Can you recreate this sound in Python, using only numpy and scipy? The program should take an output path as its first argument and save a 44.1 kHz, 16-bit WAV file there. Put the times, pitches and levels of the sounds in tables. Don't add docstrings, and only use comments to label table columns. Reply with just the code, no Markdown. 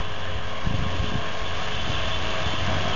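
import sys
import numpy as np
from scipy import signal
from scipy.fft import rfft, irfft, next_fast_len
from scipy.io import wavfile
from scipy.ndimage import uniform_filter1d, map_coordinates

SR = 44100
rng = np.random.default_rng(int(sys.argv[2]) if len(sys.argv) > 2 else 0)


def generate_wav(sig):
    pcm = np.round(np.clip(np.atleast_2d(sig).T, -1, 1) * 32767).astype(np.int16)
    wavfile.write(sys.argv[1], SR, pcm)


def gain_from_db(level_db):
    decades = np.asarray(level_db, float) / 20
    return 10 ** decades


N = 130095

# t/s, machine level/dB, cutting effort/dB
APPROACH = [(0.0, -32.5, -10.5), (0.02, -37.5, -2), (0.15, -38, -6.5), (0.69, -37, -10),
            (0.78, -37.5, -3.5), (0.96, -37, -6), (1.08, -37, -3), (1.35, -35, -8.5), (1.36, -37, -8.5),
            (1.69, -34.5, -3.5), (1.82, -36.5, 3.5), (2.09, -33, -3.5), (2.13, -35, 1), (2.4, -34, -1),
            (2.61, -33.5, -2), (2.69, -31.5, -8), (2.95, -32.5, -1.5)]
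# t/s, firing rate f/Hz, blade pass rate f/Hz
SPEED = [
    (0, 88.6, 106.0),
    (.45, 88.9, 106.3),
    (.8, 89.3, 107.0),
    (1.3, 89.6, 107.1),
    (1.75, 89.4, 107.7),
    (2.2, 89.2, 107.1),
    (2.95, 88.6, 107.3),
]
EXHAUST_ORDERS = [1, 2, 3, 13 / 3, 8, 34 / 3, 12.5]
EXHAUST_LEVELS = [-36.5, -54, -56, -56, -54, -54, -53]
BLADE_ORDERS = [1, 2, 3, 4, 5, 6, 7, 9, 10, 11, 12, 15, 21]
# level/dB, growth with approach [dB per dB], t/s when the discs add up best
BLADES = [(-54.5, .5, 2.9), (-50.5, .5, 1), (-53, .8, 2.3), (-47, .3, 1.07), (-47.5, .5, .75),
          (-45.5, 1.3, 2.25), (-51, 1, 3.2), (-51.5, 1, 0.85), (-45.5, .2, 1.03), (-68.5, 1, 1.9),
          (-55.5, 1.2, 2.3), (-51.5, 1, 1.2), (-55.5, 1, 2.2)]
# f/Hz, level/dB
BLOCK = [(60, -32.5), (150, 7), (400, -8), (700, 3), (1100, 0), (1700, -0.5), (2300, -7), (3450, 0.5)]
# f/Hz, width f/Hz, level/dB
BAR = [(2730, 334, -6.5), (3053, 120, 0), (3488, 74, -0.5)]
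# f/Hz, level/dB
CHAFF = [(1500, -0.5), (3000, -0.5), (3600, -0.5), (4500, -6), (5500, -10.5)]
# t/s, wind strength level/dB, turbulence level/dB
GUSTS = [(0.0, -22.5, -34.5), (0.03, -37.5, -48), (0.53, -38.5, -43.5), (0.6, -52, -49), (0.66, -47, -28.5),
         (0.93, -35.5, -31.5), (1.02, -39.5, -31), (1.22, -36, -35), (1.31, -56, -54.5), (1.42, -30, -40),
         (1.48, -38.5, -49.5), (1.86, -33.5, -35), (1.89, -31.5, -25.5), (2.18, -33, -50),
         (2.74, -44.5, -28), (2.83, -55.5, -37), (2.9, -38, -27), (2.95, -27.5, -39.5)]
# f/Hz, level/dB
RUMBLE = [(12, -26.5), (30, 0.5), (60, -2.5), (110, -7), (250, -45.5)]
# f/Hz, level/dB
FLUTTER = [(60, -15.5), (110, 3.5), (200, -6), (330, -10.5), (500, -31.5)]
# t/s, peak level/dB, push or pull [+1 or
# -1], width [ms], lean of the swing back [-1 before, +1 after]
THUMPS = [(0.646, -24.5, -1, 8.2, 0.77), (0.674, -13, -1, 2.7, -1.7), (0.712, -17, -1, 2.2, -0.62),
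          (0.752, -24, -1, 3.7, -0.29), (0.792, -14.5, -1, 3.4, 0.2), (0.825, -16, -1, 2.5, 0.2),
          (0.867, -18, 1, 2.3, -0.5), (1.004, -16, 1, 5.1, -0.2), (1.031, -17.5, 1, 3.3, -0.81),
          (1.121, -19, 1, 1.5, -0.0), (1.157, -15, 1, 1.95, -0.8), (1.186, -23, -1, 2.7, -0.57),
          (1.878, -22, 1, 1.6, -0.5), (1.903, -21, 1, 2.8, -1.6), (1.95, -20.5, 1, 2.6, 0.7),
          (1.983, -30.5, -1, 3.9, -0.2), (2.019, -38, 1, 1.6, 0.5), (2.467, -17, 1, 2.9, -0.1),
          (2.622, -25, -1, 4.2, 0.84), (2.683, -18.5, -1, 2.7, -0.1), (2.716, -21.5, -1, 1.2, -0.66),
          (2.769, -21.5, -1, 1.5, 1), (2.855, -20, 1, 2.1, -0.8), (2.9, -25, -1, 2.1, 0.8),
          (0.361, -21, 1, 4.5, -1.1),
    (.742, -19, -1, 1.8, 0.089),
    (.749, -21.5, -1, 1.7, -0.69),
    (0.953, -22, 1, 1, 0.065),
    (1.043, -19.5, -1, 1.5, 0.65),
    (1.141, -20.5, 1, 1.6, -0.089),
    (1.166, -22.5, 1, 2.6, 0.77),
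    (2.539, -20, -1, 0.96, 0.9),
    (2.69, -17, 1, 1.8, -0.15),
    (2.943, -27.5, -1, 4.4, 0),
]
# f/Hz, level/dB
MIRROR = [(3500, -0.5), (5500, 1), (6850, -4), (7000, -15), (7100, -33.5), (7200, -79)]


def unit(x):
    return x / np.sqrt(np.mean(x ** 2) + 1e-20)


def along(points, hz):
    f, db = np.transpose(points)
    return np.interp(np.log(hz + 1), np.log(f + 1), db)


def curves(rows):
    s, *columns = np.transpose(rows)
    return [np.interp(np.arange(N) / SR, s, column) for column in columns]


def wobble(rate):
    return map_coordinates(rng.standard_normal(4000), [np.arange(N) * rate / SR])


def filtered(x, response):
    m = next_fast_len(N + SR // 4)
    return irfft(rfft(x, m) * response(np.fft.rfftfreq(m, 1 / SR)), m)[:N]


def patchy(depth_db):
    z = signal.stft(rng.standard_normal(N), nperseg=512)[2]
    field = uniform_filter1d(rng.standard_normal(z.shape), size=4, axis=0)
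    field = uniform_filter1d(field, size=12, axis=1)
    return signal.istft(z * gain_from_db(depth_db * unit(field)), nperseg=512)[1][:N]


def turns(rate):
    return 2 * np.pi * np.cumsum(rate) / SR


def exhaust(level_db, phase):
    grows, sway_db = 1, 4.5
    rise_db = level_db - level_db.mean()
    hum = np.zeros(N)
    for order, db in zip(EXHAUST_ORDERS, EXHAUST_LEVELS):
        gain = gain_from_db(db + grows * rise_db + sway_db * wobble(6.93))
        hum += gain * np.sin(order * phase + 0.24 * np.sqrt(order) * wobble(5.8))
    return np.sqrt(2) * hum


def clatter(level_db, phase):
    knock_depth, cylinder_db, clatter_db, top_hz = 0.13, 4, 2.5, 3396
    strength = gain_from_db(cylinder_db * np.resize([1, -1], 6) + rng.standard_normal(6))
    cylinder = strength[(phase // (2 * np.pi)).astype(int) % 6]
    knock = 1 + knock_depth * cylinder * (1 - np.cos(phase))
    shaken = filtered(knock * patchy(depth_db=1.2), lambda f: gain_from_db(along(BLOCK, f)) / (1 + (f / top_hz) ** 80))
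    return gain_from_db(level_db + clatter_db) * unit(shaken)


def blade_whine(level_db, phase):
    swell_db, swell_s, sway_db, drift_rad = 4.5, 0.35, 2.3, 0.75
    t = np.arange(N) / SR
    rise_db = level_db - level_db.mean()
    whine = np.zeros(N)
    for order, (db, grows, best) in zip(BLADE_ORDERS, BLADES):
        swell = swell_db * np.exp(-((t - best) / swell_s) ** 2)
        gain = gain_from_db(db + grows * rise_db + swell + sway_db * wobble(24.06))
        whine += gain * np.sin(order * phase + drift_rad * wobble(16))
    return np.sqrt(2) * whine


def cutter_bar(level_db, effort_db, passes):
    bar_db, sway_db = -2, 2.5

    def ring(f):
        return sum(gain_from_db(db) * (1j * f * width / (centre ** 2 - f ** 2 + 1j * f * width)) ** 2
                   for centre, width, db in BAR)

    ringing = unit(filtered(passes * patchy(depth_db=0.0), ring))
    return gain_from_db(level_db + effort_db + bar_db + sway_db * wobble(25.12)) * ringing


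def cut_grass(passes):
    level_db, rise_db_per_s, rise_end_s = -43, 4, 2.1
    spikes_db = 1.5 * wobble(980) + 0.67 * wobble(150) + 0.5 * wobble(30)
    spikes = gain_from_db(spikes_db) * rng.standard_normal(N)
    chaff = unit(filtered(np.cbrt(passes) * spikes, lambda f: gain_from_db(along(CHAFF, f))))
    return gain_from_db(level_db + rise_db_per_s * np.minimum(np.arange(N) / SR, rise_end_s)) * chaff


def mower(level_db, effort_db, blades):
    slash_depth = 0.28
    phase = turns(blades) + 0.15 * wobble(5)
    passes = 1 + slash_depth * np.cos(phase)
    return blade_whine(level_db, phase) + cutter_bar(level_db, effort_db, passes) + cut_grass(passes)


def ground(x):
    delay_ms, delay_ms_per_s, gain = 1.761, 0.0067, 0.34
    n = np.arange(N)
    lag = (delay_ms + delay_ms_per_s * n / SR) * SR / 1000
    return (x + gain * np.interp(n - lag, n, x)) / np.hypot(1, gain)


def lumpy(colour, rate):
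    noise = filtered(rng.standard_normal(N), lambda f: gain_from_db(along(colour, f)))
    return unit(gain_from_db(2 * wobble(rate)) * noise)


def gusts():
    rumble_db, flutter_db = -1.5, -6.5
    strength_db, turbulence_db = curves(GUSTS)
    rumble = gain_from_db(strength_db + rumble_db) * lumpy(RUMBLE, 30.09)
    return rumble + gain_from_db(turbulence_db + flutter_db) * lumpy(FLUTTER, 40)


def eddies():
    thump_db, widen, rebound = 1.5, 0.55, 0.65
    out = np.zeros(N)
    reach = SR // 20
    t = np.arange(-reach, reach) / SR
    for s, db, side, ms, lean in THUMPS:
        u = t / (ms * widen / 1000)
        after = (1 + lean) * np.exp(-(u - 2.4) ** 2 / 4.7)
        before = (1 - lean) * np.exp(-(u + 1.7) ** 2 / 1.1)
        thump = np.exp(-u ** 2 / 2) - rebound * (after + before) / 2
        at = round(s * SR) - reach
        out[at:at + len(t)] += (side * gain_from_db(db + thump_db) * thump)[:N - at]
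    return out


def scene():
    level_db, effort_db = curves(APPROACH)
    firing, blades = curves(SPEED)
    phase = turns(firing)
    tractor = exhaust(level_db, phase) + ground(clatter(level_db, phase))
    return (tractor + mower(level_db, effort_db, blades) + gusts() + eddies())[None]


def low_pass(x):
    return signal.sosfilt(signal.butter(12, 8180, fs=SR, output="sos"), x)


def record(dry):
    bend, slower, offset = 1, 4, -0.0639
    machine = filtered(dry[0], lambda f: f > 400)
    bent = dry[0] + bend * (machine ** 2 - np.mean(machine ** 2))
    smooth = filtered(bent, lambda f: f < SR / slower / 2)
    kept = smooth * slower * (np.arange(N) % slower == 0)
    played = filtered(kept, lambda f: gain_from_db(along(MIRROR, f)) * (f < SR / 6))
    return low_pass(played[None] + offset)


dry = scene()
out = record(dry)
generate_wav(out)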